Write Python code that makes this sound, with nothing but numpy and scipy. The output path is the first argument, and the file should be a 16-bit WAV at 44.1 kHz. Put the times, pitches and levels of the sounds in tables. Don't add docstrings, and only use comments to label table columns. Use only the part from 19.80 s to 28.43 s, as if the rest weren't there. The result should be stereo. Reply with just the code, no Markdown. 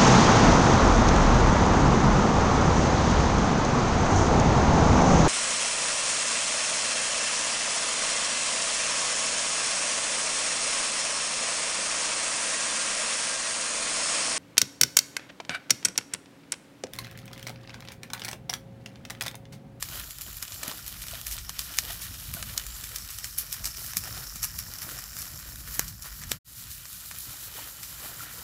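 import sys
import numpy as np
from scipy import signal
from scipy.fft import rfft, irfft, next_fast_len
from scipy.io import wavfile
from scipy.ndimage import uniform_filter1d, map_coordinates

SR = 44100
rng = np.random.default_rng(int(sys.argv[2]) if len(sys.argv) > 2 else 0)


def dump_mix(stems):
    frames = np.atleast_2d(stems).T
    limited = np.clip(frames, -1, 1)
    pcm = np.round(limited * 32767).astype(np.int16)
    wavfile.write(sys.argv[1], SR, pcm)


N = 380583

FADE_OUT_START_S, FADE_OUT_END_S = 6.51, 6.588
FADE_IN_START_S, FADE_IN_END_S = 6.645, 6.79

# frequency_hz, density_db
STEAM_SPECTRUM = [(2240, -31), (3800, -5), (4030, -5.5), (4270, -5), (5470, -5), (6720, -5), (7430, -4.5),
                  (8920, -6), (11700, 0.5), (14900, -2.5), (15500, -1.5)]
# frequency_hz, density_db
LEAF_SPECTRUM = [(530, -57), (900, -10.5), (1400, 1.5), (1630, -1.5), (1890, 1), (2170, -6), (2390, 0.5),
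                 (2660, -4.5), (3000, 3), (3260, -1), (4500, -4.5), (5850, -16), (9900, -120)]
# time_s, hiss_db
BURNING = [
    [(0, -48), (.18, -41), (.29, -47.5), (.54, -45), (1.12, -44.5), (1.4, -42), (1.64, -47.5),
     (1.92, -41.5), (2.41, -44), (2.79, -42.5), (3.24, -43.5), (3.87, -46.5), (4.05, -38.5), (4.14, -42.5),
     (4.33, -44.5), (4.7, -44.5), (5.07, -42.5), (5.31, -45.5), (5.45, -41.5), (5.85, -45.5), (5.96, -40),
     (6.19, -51.5), (6.3, -44), (6.5, -47.5)],
    [(6.66, -40), (6.9, -43), (7.4, -41), (7.7, -43), (8.63, -43)],
]


def amp(db):
    return 10 ** (np.asarray(db) / 20)


def unit(x):
    return x / np.sqrt(np.mean(x ** 2) + 1e-20)


def along(points, hz):
    f, v = np.transpose(points)
    return np.interp(np.log(hz + 1), np.log(f + 1), v)


def curves(places):
    s, *columns = np.transpose(np.concatenate(places))
    return [np.interp(np.arange(N) / SR, s, column) for column in columns]


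def wobble(rate):
    knots = rng.standard_normal(N // 100)
    return map_coordinates(knots, [np.arange(N) * rate / SR])


def filtered(x, response):
    m = next_fast_len(x.shape[-1] + 8192)
    spectrum = rfft(x, m) * response(np.fft.rfftfreq(m, 1 / SR))
    return irfft(spectrum, m)[..., :x.shape[-1]]


def lifted(x, db, centre_hz, width_hz):
    band = filtered(x, lambda hz: np.exp(-((hz - centre_hz) / width_hz) ** 2))
    return x + (amp(db) - 1) * band


def rush(spectrum, envelope=1., blows=0.):
    # frequency_hz, correlation
    likeness = [(60, 0.95), (150, 0.96), (380, 0.77), (950, 0.64), (2380, 0.57), (5980, 0.026),
                (15000, -0.14)]
    points = [(0.77, -120)] + list(spectrum) + [(SR / 2, -120)]
    colour = lambda hz: amp(along(points, hz))
    turn = lambda hz: np.arccos(np.clip(along(likeness, hz), -1, 1)) / 2
    power = np.sqrt(np.mean(colour(np.linspace(0, SR / 2, num=20000)) ** 2))
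    noise = envelope * rng.standard_normal((2, N))
    noise = noise + blows * np.array([[1], [0]])
    response = lambda hz: colour(hz) / power * [np.cos(turn(hz)), np.sin(turn(hz))]
    mid, side = filtered(noise, response)
    return np.array([mid + side, mid - side])


def drifting(centre_hz, width_hz):
    a, b = filtered(rng.standard_normal((2, 2, N)), lambda hz: np.exp(-(hz / width_hz) ** 2))
    phase = 2 * np.pi * np.cumsum(centre_hz) / SR
    return unit(a * np.cos(phase) + b * np.sin(phase))


def bursts(times, levels_db, t60):
    kicks = np.bincount((np.asarray(times) * SR).astype(int), amp(levels_db), N + SR)[:N]
    return signal.lfilter([1], [1, -amp(-60 / (t60 * SR))], kicks)


def crackle(per_second, spread_db, t60, cap=0.0267):
    draw = rng.random((8000, 2))
    times = np.cumsum(-np.log(draw[:, 0])) / per_second
    heard = times < N / SR
    levels_db = -spread_db * np.log(abs(cap) + draw[heard, 1])
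    return unit(bursts(times[heard], levels_db, t60))


def grains(per_second, centre_hz, octaves, cycles, spread_db):
    draw, pitch = rng.random((6000, 3)), rng.standard_normal(6000)
    start = (np.cumsum(-np.log(draw[:, 0])) / per_second * SR).astype(int)
    hz = np.clip(centre_hz * 2 ** (octaves * pitch), 200, 14000)[:, None]
    step = np.arange(400)
    turns = hz * step / SR
    size = amp(-spread_db * np.log(0.019 + draw[:, 1:2]))
    ring = size * np.sin(2 * np.pi * turns) * np.exp(-turns / cycles)
    at = np.minimum(start[:, None] + step, N).ravel()
    side = np.pi / 2 * (0.29 + 0.86 * draw[:, 2:])
    both_sides = [np.bincount(at, (ring * gain(side)).ravel(), N + 1)[:N] for gain in (np.cos, np.sin)]
    return unit(np.array(both_sides))


def flames(ticks):
    # time_s, drone_db, roar_db
    flame_levels = [
        [(0, -53, -50), (.2, -48.5, -48.5), (.3, -50, -56.5), (.55, -51, -50.5), (.85, -59, -53.5),
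         (1.2, -42, -51), (1.4, -52.5, -50.5), (1.57, -39.5, -52.5), (1.72, -48, -50.5), (1.92, -48, -54.5),
         (2.45, -47.5, -47.5), (2.58, -47, -48), (2.8, -50, -51.5), (3.13, -47.5, -52), (3.3, -51, -54),
         (3.7, -52.5, -51), (3.87, -43, -54), (4.05, -53.5, -52.5), (4.33, -49, -46.5), (4.58, -46, -51.5),
         (4.76, -52, -46), (5.2, -52.5, -51), (5.9, -47, -47.5), (6.3, -50, -52), (6.55, -42, -42)],
        [(6.66, -55, -53), (7.2, -57, -55.5), (8, -60.5, -57.5), (8.3, -54, -51.5), (8.63, -62, -53.5)],
    ]
    # frequency_hz, density_db
    drone_spectrum = [(30, -29), (44, -8.5), (52, -5), (60, -6), (75, -20.5)]
    # frequency_hz, density_db
    roar_spectrum = [(20, -33), (40, -24), (70, -1.5), (120, 0), (155, -5.5), (200, -11), (260, -18),
                     (350, -32.5)]
    # time_s, lower_db, upper_db
    sizzle_levels = [
        [(0, -61, -51), (.4, -67, -44), (.8, -52, -45), (1.1, -53.5, -53), (2, -48, -65), (2.6, -55, -63),
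         (2.91, -54, -39.5), (3.2, -49, -46), (3.84, -44.5, -55), (4.1, -44.5, -48), (5.3, -46.5, -45.5),
         (6, -56, -51), (6.5, -53.5, -54)],
        [(6.64, -61, -50), (8.63, -66, -47.5)],
    ]
    # frequency_hz, density_db
    stem_spectrum = [(4200, -34), (4900, -8), (5500, -2), (6100, -11.5), (7000, -26)]
    # time_s, centre_hz
    upper_centre = [(0, 7140), (.9, 7250), (1.5, 7700), (2.7, 6900), (3.4, 8080), (3.8, 7280), (8.63, 7380)]
    # time_s, level_db
    hiss_band = [(0, -4), (1.5, 1.5), (2.5, 1), (3, 0), (4, 1.5), (5, -3.5), (5.6, -2), (6.5, -4),
                 (6.7, 1.5), (8.63, 0)]
    drone_db, roar_db = curves(flame_levels)
    hiss_db, = curves(BURNING)
    lower_db, upper_db = curves(sizzle_levels)
    band_db, = curves([hiss_band])

    drone = rush(drone_spectrum, amp(drone_db + 0.6 * wobble(7.4)))
    roar = rush(roar_spectrum, amp(roar_db + 2.9 * wobble(20)))

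    smooth_hiss = rush(STEAM_SPECTRUM, amp(hiss_db + 0.64 + 1.9 * wobble(25)))
    crackling_hiss = rush(STEAM_SPECTRUM, amp(hiss_db - 3.0) * ticks)
    hiss = lifted(smooth_hiss + crackling_hiss, band_db, 9200, 1100)

    sputter = 0.35 + 0.7 * crackle(per_second=160, spread_db=4, t60=0.01, cap=.06) + 0.45 * ticks
    lower = rush(stem_spectrum, amp(lower_db - 6 + 1.5 * wobble(14)) * sputter)
    upper = drifting(curves([upper_centre])[0], width_hz=400) * amp(upper_db - 10.5) * sputter
    sizzle = (lower + upper) * amp([[-3], [3]])

    far_db = np.where(np.arange(N) / SR < FADE_IN_START_S, 0, -6)
    tiny_rings = grains(per_second=450, centre_hz=5620, octaves=0.82, cycles=2.4, spread_db=4)
    snaps = amp(hiss_db - 11 + far_db) * tiny_rings
    return drone + roar + hiss + snaps + sizzle


def pops():
    # start_s, crack_db, body_db, top_db, left_over_right_db, steam_db (12 ms later)
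    pop_events = [(0.0259, -21, -9.5, -2.5, -1.5, -13.5), (.197, -35.5, -12, 3, -4, -18),
                  (0.3078, -34, -23, 0, -4, -10), (.385, -34.5, -28, 0, -3, -32),
                  (0.4108, -32.5, -24, 1, -3, -15), (0.418, -38.5, -22, 7, 0, -10),
                  (0.569, -38, -10, 5.5, -3, -11), (0.6265, -27, -9, 0.5, -3, -12),
                  (0.68, -33.5, -20, -11, -4, -13), (0.7212, -34, -25, -12, -7, -11),
                  (.7428, -38, -24, 3, -2, -10), (0.831, -30, -5, -3, 3, -19),
                  (.8343, -28.5, -15, -3, -9, -14), (0.8798, -31.5, -3, 3, -5, -16),
                  (0.914, -35, -18, -20, -5, -16), (1.0638, -34.5, -22, 0, -2, -15),
                  (1.079, -35, -14, 3, -1, -7), (1.22, -34.5, -23, -0.5, -4, -4),
                  (1.2836, -30.5, -25, -11, -4, -22), (1.3118, -36, -26, -5, -7, -11),
                  (1.4677, -28.5, -12, 1.5, -3, -8.5), (1.513, -34.5, -25, 2, 0, -5),
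                  (1.525, -34.5, -19, 0, -6, -4), (1.5855, -31, -23, -15, -4, -10),
                  (1.694, -23.5, -8.5, -2.5, -1, -19), (1.792, -25, -10.5, -2, -4, -8),
                  (1.971, -38, -19, 10, -6, -17), (1.9866, -13.5, -12.5, -4, -3.5, -20),
                  (2.122, -37, -21, 6, -3, -6.5), (2.221, -36, -13, 0.5, -2, 1),
                  (2.3404, -37.5, -21, -3, -4, -6), (2.539, -31.5, -9, 4.5, -2, -7.5),
                  (2.6265, -27, -2.5, -7, -5.5, -18), (2.7775, -17, -20.5, -6.5, -3.5, -21),
                  (2.866, -33, -15, 1, -6, -36), (3.0399, -30.5, -12, 1, -5, -10),
                  (3.16, -27.5, -13, -1, -3, -11), (3.1843, -35.5, -23, -4, -1, -11),
                  (3.289, -38, -25, -6, -5, -25), (3.304, -36.5, -13, 0, -3, -2.5),
                  (3.3863, -29, -13, -1.5, -5, -15), (3.4434, -25, -14, -4, -4.5, -10.5),
                  (3.5852, -27.5, -19, 5.5, -4.5, -4), (3.7271, -25.5, -24, 1, -4, -8.5),
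                  (3.844, -28, -13.5, -2, -3.5, -13), (3.855, -27, -14, -2, -10, -28),
                  (3.863, -34, -19, -2, -2, 2), (3.949, -37, -12, -14, -8, -24),
                  (3.972, -32.5, -23, -4, -8, -24), (4.0627, -33.5, -23, 0, -6, -13),
                  (4.1345, -33, 0.5, -1.5, -2, -26), (4.1695, -18, -17, 1.5, -5.5, -14),
                  (4.238, -34, -1, 0, -3, -13), (4.5582, -35.5, -5.5, -2, -5, -5),
                  (4.6304, -28, -9, 2, -7.5, -7.5), (4.64, -32, -9, 0, 1, -4.5),
                  (4.789, -28, -11.5, 0.5, -5, -8), (4.985, -40, -20, 2, -14, -11),
                  (5.0194, -36, -5, 1, -5, -6), (5.1887, -35.5, -7, -2, -4, -5.5),
                  (5.3674, -34, -7, -0.5, -6, -9), (5.388, -38, -6.5, 4, -1, -4),
                  (5.4196, -38, -27, -1.5, -9, -4.5), (5.942, -38, -9, 3.5, -5, -4.5),
                  (5.9938, -15, -7, -2.5, -8.5, -22.5), (6.0807, -35.5, -20, 0, -7, -8),
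                  (6.2232, -36, -24, 0, -4, -7), (6.417, -37.5, -3.5, -1.5, -3, -5),
                  (6.4366, -33, -3.5, -12, -5, -26), (6.493, -40, -18, -2, -3, -4),
                  (6.517, -17, -10, -4.5, -4.5, -16.5), (6.9143, -38, -20, 5, 0, -9.5),
                  (7.0548, -35, -9, -11, -2, -12), (7.259, -41, -20, 5, -6, -11),
                  (7.3127, -34, -3.5, -6, -5, -10), (7.386, -38.5, -19, 12.5, -5, -26),
                  (7.4052, -39.5, -14.5, 8, -2, -19), (8.032, -38, -11, -0.5, -3, -3.5)]
    # frequency_hz, density_db
    body_spectrum = [(120, -30), (300, -16.5), (700, -13), (1300, -0.5), (1900, -1), (2500, -3)]
    # frequency_hz, density_db
    snap_spectrum = [(1500, -6), (2100, 2), (5500, 9), (8500, 8.5), (10000, -20)]
    # frequency_hz, density_db
    top_spectrum = [(8000, -16), (9300, -1), (12000, 2.5), (15500, -2.5), (16700, -63)]
    peak_s = .0005
    blow = 1.5
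    ground_s, ground_db, ground_top_hz = 0.001679, -13, 7040
    s, crack_db, body_db, top_db, pan_db, steam_db = np.transpose(pop_events)
    steam_t60 = np.clip(0.16 + 0.005 * steam_db, .06, .3)

    lead = SR // 100
    t = (np.arange(SR // 4) - lead) / SR
    after = np.maximum(t, 0)
    ragged = 0.6 + 0.38 * crackle(per_second=450, spread_db=3.0, t60=0.0056, cap=.2)
    lead_in = (t < 0) * np.exp(np.minimum(t, 0) / 0.0038)
    rise = np.minimum(after / peak_s, 1) ** 2
    # spectrum, relative level dB, gain dB, decay t60 s, steam gain dB
    parts = [(body_spectrum, body_db, 4.5, .007, -3),
             (snap_spectrum, 0 * s, 5.6, .0055, -1.5),
             (top_spectrum, top_db, 4.6, .0065, .1)]
    hold = lambda x: uniform_filter1d(x, size=200) + 1e-6
    sound = np.zeros((2, N))
    for spectrum, rel_db, gain_db, t60, wet_db in parts:
        envelope = np.zeros((2, N + SR))
        jump_at = ((s + peak_s) * SR).astype(int)
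        blows = np.bincount(jump_at, blow * amp(crack_db + rel_db + gain_db), N)
        crack = rise * amp(gain_db - 60 * np.maximum(after - peak_s, 0) / t60)
        events = zip(s, crack_db + rel_db, pan_db, steam_db + wet_db, steam_t60)
        for start, db, pan, tail_db, tail_t60 in events:
            i = int(start * SR) - lead
            steam = (1 - np.exp(-after / 0.003)) * amp(-60 * (after - .012) / tail_t60)
            around = amp(tail_db) * (steam + 1.65 * lead_in) * np.resize(ragged[i:], len(t))
            sides = amp(db + pan / 2 * np.array([[1], [-1]]))
            envelope[:, i:i + len(t)] += sides * (crack + around)
        left, right = envelope[:, :N] + 1e-9
        both = (left + right) / 2
        balance = [hold(left) / hold(both), hold(right) / hold(both)]
        sound += rush(spectrum, both, blows) * balance
    delay = lambda hz: np.exp(-2j * np.pi * hz * ground_s - (hz / ground_top_hz) ** 2)
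    return sound + amp(ground_db) * filtered(sound, delay)


def leaf_ticks():
    # start_s, level_db, mids_over_treble_db
    tick_events = [(0.1137, -24, -7), (0.2414, -26, -10), (0.5257, -36, -8), (0.7614, -26, -5),
                   (0.8474, -33, -4), (0.9204, -32, -1), (1.1927, -34, -8), (1.268, -21.5, -7),
                   (1.3377, -24, 0.5), (1.354, -23, -1), (1.4142, -19, -5), (1.5395, -24, -6),
                   (1.5675, -20, -8), (1.5804, -25, 0), (1.8696, -32, -1), (2.0516, -21, -4),
                   (2.143, -29, -4), (2.4209, -36, -4), (2.4433, -39, -2), (2.4915, -30, -4),
                   (2.688, -27, -7), (2.798, -20, -6), (2.8384, -25, -4), (2.918, -29, -7),
                   (2.9647, -26, 0), (3.0114, -25, -10), (3.0949, -30, -4), (3.3463, -29, 0),
                   (3.5274, -35, -10), (3.5803, -21, -8.5), (3.602, -23, -7), (3.613, -23, -7),
                   (3.722, -21, -6), (3.8726, -22, -1), (3.905, -29, -7), (3.9923, -34.5, -8),
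                   (4.051, -35, -11), (4.0786, -31, -6), (4.1655, -19.5, -7.5), (4.2067, -22, -10),
                   (4.2756, -28, 0), (4.3296, -28, -8), (4.378, -26, 1), (4.468, -27, 1), (4.6872, -29, -4),
                   (4.7431, -31, -4), (4.938, -20, -10), (5.017, -29.5, -1), (5.0679, -33, -7),
                   (5.0818, -30, -2), (5.091, -28, -6), (5.223, -21, -10), (5.24, -20, -12),
                   (5.468, -31, -8), (5.53, -35, -4), (5.6107, -38, -9), (5.7585, -21.5, -2),
                   (5.8758, -26, 1), (6.2512, -28, -2), (6.2986, -29, -10), (6.3974, -28.5, -8),
                   (7.13, -23.5, -4), (7.319, -27, -8), (7.496, -26, -11), (7.5305, -24, -4),
                   (7.8106, -30, 3), (8.435, -29, 3)]
    s, db, mids_db = np.transpose(tick_events)
    db = db - 6
    jump = lambda level: np.bincount((s * SR).astype(int), 1.7 * amp(level), N)
    tick = lambda spectrum, level: rush(spectrum, bursts(s, level, t60=0.006), jump(level))
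    return tick(STEAM_SPECTRUM, db) + tick(LEAF_SPECTRUM, db + mids_db)


def rake(ticks):
    # peak_s, heap_db, rustle_db, length_s
    strokes = [(.17, -48, -42.5, 0.14), (0.479, -51, -50.5, 0.06), (0.634, -58, -51, 0.068),
               (0.89, -41, -42, 0.13), (1.36, -58.5, -51.5, 0.18), (1.557, -55, -47.5, 0.071),
               (1.992, -61, -49.5, 0.43), (2.101, -46.5, -40, 0.086), (2.258, -65, -45, 0.034),
               (2.587, -49, -46, 0.085), (2.698, -57, -43.5, 0.038), (2.774, -50, -46, 0.15),
               (2.988, -61, -50, 0.09), (3.14, -73, -47.5, .13), (3.445, -58, -50, 0.11),
               (3.625, -63, -47, 0.076), (3.755, -65, -44.5, 0.13), (3.866, -48.5, -48, 0.085),
               (3.983, -58, -50, 0.062), (4.28, -53, -44, 0.18), (4.385, -49, -40, 0.11),
               (5.122, -50.5, -42.5, 0.22), (5.413, -65, -63.5, 0.15), (5.885, -68, -41.5, 0.029),
               (6.02, -62, -42.5, 0.089), (6.267, -59, -40, 0.047), (6.54, -50, -41.5, 0.073),
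               (7.247, -72, -60, 0.11), (7.543, -55, -47.5, 0.18), (7.81, -53, -44.5, 0.32),
               (8.268, -52, -42, 0.24), (8.433, -49, -41, 0.061), (8.6, -52.5, -45.5, 0.23)]
    # time_s, heap_db, rustle_db, brightness_db
    bed = [
        [(0, -14, -7, 1), (2, -13.5, -6.5, 0.5), (3.5, -19, -6.5, 0.5), (5.6, -14, -5, 0),
         (6.5, -14.5, -4.5, -1.5)],
        [(6.66, -19, -9, 1), (7.4, -20.5, -9, 2), (8.63, -13, -4, -3)],
    ]
    # frequency_hz, density_db
    heap_spectrum = [(120, -3), (200, -8.5), (296, -2.5), (431, -13), (632, -5), (806, -9.5), (1300, -7),
                     (1690, -18), (2860, -120)]
    s, heap_db, rustle_db, length = np.transpose(strokes)[:, :, None]
    since = (np.arange(0, N, 64) / SR - s) / length
    stroke_db = -19 * np.maximum(since, -since / 1.16)
    swell = lambda db: np.repeat(np.sqrt(np.sum(amp(db + stroke_db) ** 2, axis=0)), 64)[:N]
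    burn_db, = curves(BURNING)
    bed_heap_db, bed_rustle_db, bright_db = curves(bed)
    stroke_rustle = swell(rustle_db)
    moving = np.hypot(amp(burn_db + bed_heap_db), swell(heap_db))
    rustle = np.hypot(amp(burn_db + bed_rustle_db), stroke_rustle)

    heap_knocks = crackle(per_second=65, spread_db=5.5, t60=0.025, cap=.12)
    heap = rush(heap_spectrum, moving * (0.53 + 0.38 * heap_knocks))
    wash = rush(LEAF_SPECTRUM, rustle * amp(-4.0 + 2.6 * wobble(30)))
    breaks = rush(LEAF_SPECTRUM, rustle * amp(-4.0) * ticks)
    upper = filtered(wash + breaks, lambda hz: hz > 2380)
    brightening = (amp(bright_db) - 1) * upper
    treble = rush(STEAM_SPECTRUM, stroke_rustle * amp(-0.5) * (1.32 + 0.35 * ticks))
    tiny_rings = grains(per_second=600, centre_hz=1110, octaves=.8, cycles=4.2, spread_db=5)
    scrapes = stroke_rustle * amp(-10) * tiny_rings
    return scrapes + heap + wash + breaks + brightening + treble


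def knocks():
    # start_s, level_db, pitch_hz, t60_s (held to 6-50 ms below), left_over_right_db
    knock_events = [(.146, -40, 634, .02, 0), (0.48, -40, 170, 0.027, 0), (.487, -43, 350, .02, 0),
                    (.83, -32, 660, 0.02, 0), (.848, -36, 900, .012, 0), (0.8805, -26.5, 231, 0.018, 0),
                    (.913, -27, 960, 0.011, 0), (0.92, -28, 1130, 0.011, 0), (0.963, -46, 300, 0.012, 0),
                    (1.334, -35, 670, 0.037, 2), (2.083, -47, 300, 0.018, 0),
                    (2.103, -36.5, 695, 0.056, -2), (2.312, -39, 200, .03, 0), (2.548, -27, 150, .035, 1),
                    (2.567, -36, 1480, .044, 2), (2.569, -38, 680, 0.037, -2), (2.625, -35, 500, .012, -2),
                    (4.169, -31, 180, 0.045, 2), (4.274, -38.5, 760, .04, 0), (4.29, -39, 520, .02, 0),
                    (4.559, -38, 185, 0.046, -3), (5.083, -38, 298, 0.022, 0), (5.171, -38, 690, .015, 0),
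                    (5.9924, -26.5, 170, 0.013, -15), (5.994, -21, 484, 0.0046, -18),
                    (6.5161, -28, 191, 0.014, -4), (6.5165, -21.5, 450, 0.0062, -21),
                    (7.313, -31, 1600, .006, -2), (7.789, -35, 925, .025, 0), (8.259, -40, 300, .02, 0),
                    (8.405, -30, 1380, 0.033, 0), (8.426, -36, 1390, .03, 0)]
    sound, t = np.zeros((2, N + SR)), np.arange(SR // 4) / SR
    for s, db, hz, t60, pan_db in knock_events:
        onset = 1 - np.exp(-t / 0.00063)
        decay = amp(-60 * t / np.clip(t60, .006, .05))
        ring = np.sin(2 * np.pi * hz * t) * onset * decay
        sides = amp(db + pan_db / 2 * np.array([[1], [-1]]))
        sound[:, int(s * SR):][:, :len(t)] += sides * ring
    return sound[:, :N]


def ports(x):
    # frequency_hz, left_over_right_db
    port_tilt = [(60, 0.5), (130, -0.5), (290, 1), (640, 2), (1410, -2), (3100, 0.5), (6820, -7.5),
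                 (15000, 3)]
    sides = np.array([[1], [-1]])
    return filtered(x, lambda hz: amp(along(port_tilt, hz) / 2 * sides) * (hz < 15640))


def scene():
    # time_s, level_db
    mid_band = [(0, 0), (2.6, 0), (3.4, -3), (4.4, -5), (5.1, -5), (5.6, -5), (6.4, -4), (6.66, -2),
                (8.63, -2)]
    ticks = crackle(per_second=600, spread_db=6.5, t60=.0045, cap=.08)
    ticks = ticks * np.where(np.arange(N) / SR < FADE_IN_START_S, 1, amp(-3.5))
    mid_db, = curves([mid_band])
    cracks = lifted(pops() + ports(leaf_ticks()), -0.66 * mid_db, 5740, 700)
    steady = ports(flames(ticks) + rake(ticks) + knocks())
    return lifted(cracks + steady, mid_db, 3310, 1100)


def record(dry):
    fade_times = [FADE_OUT_START_S, FADE_OUT_END_S, FADE_IN_START_S, FADE_IN_END_S]
    fade = np.interp(np.arange(N) / SR, fade_times, [1, 0, 0, 1]) ** .8
    clipped = dry / (1 + np.abs(dry / .8) ** 4) ** (1 / 4)
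    return filtered(clipped * fade, lambda hz: hz < 16750)


dry = scene()
out = record(dry)
dump_mix(out)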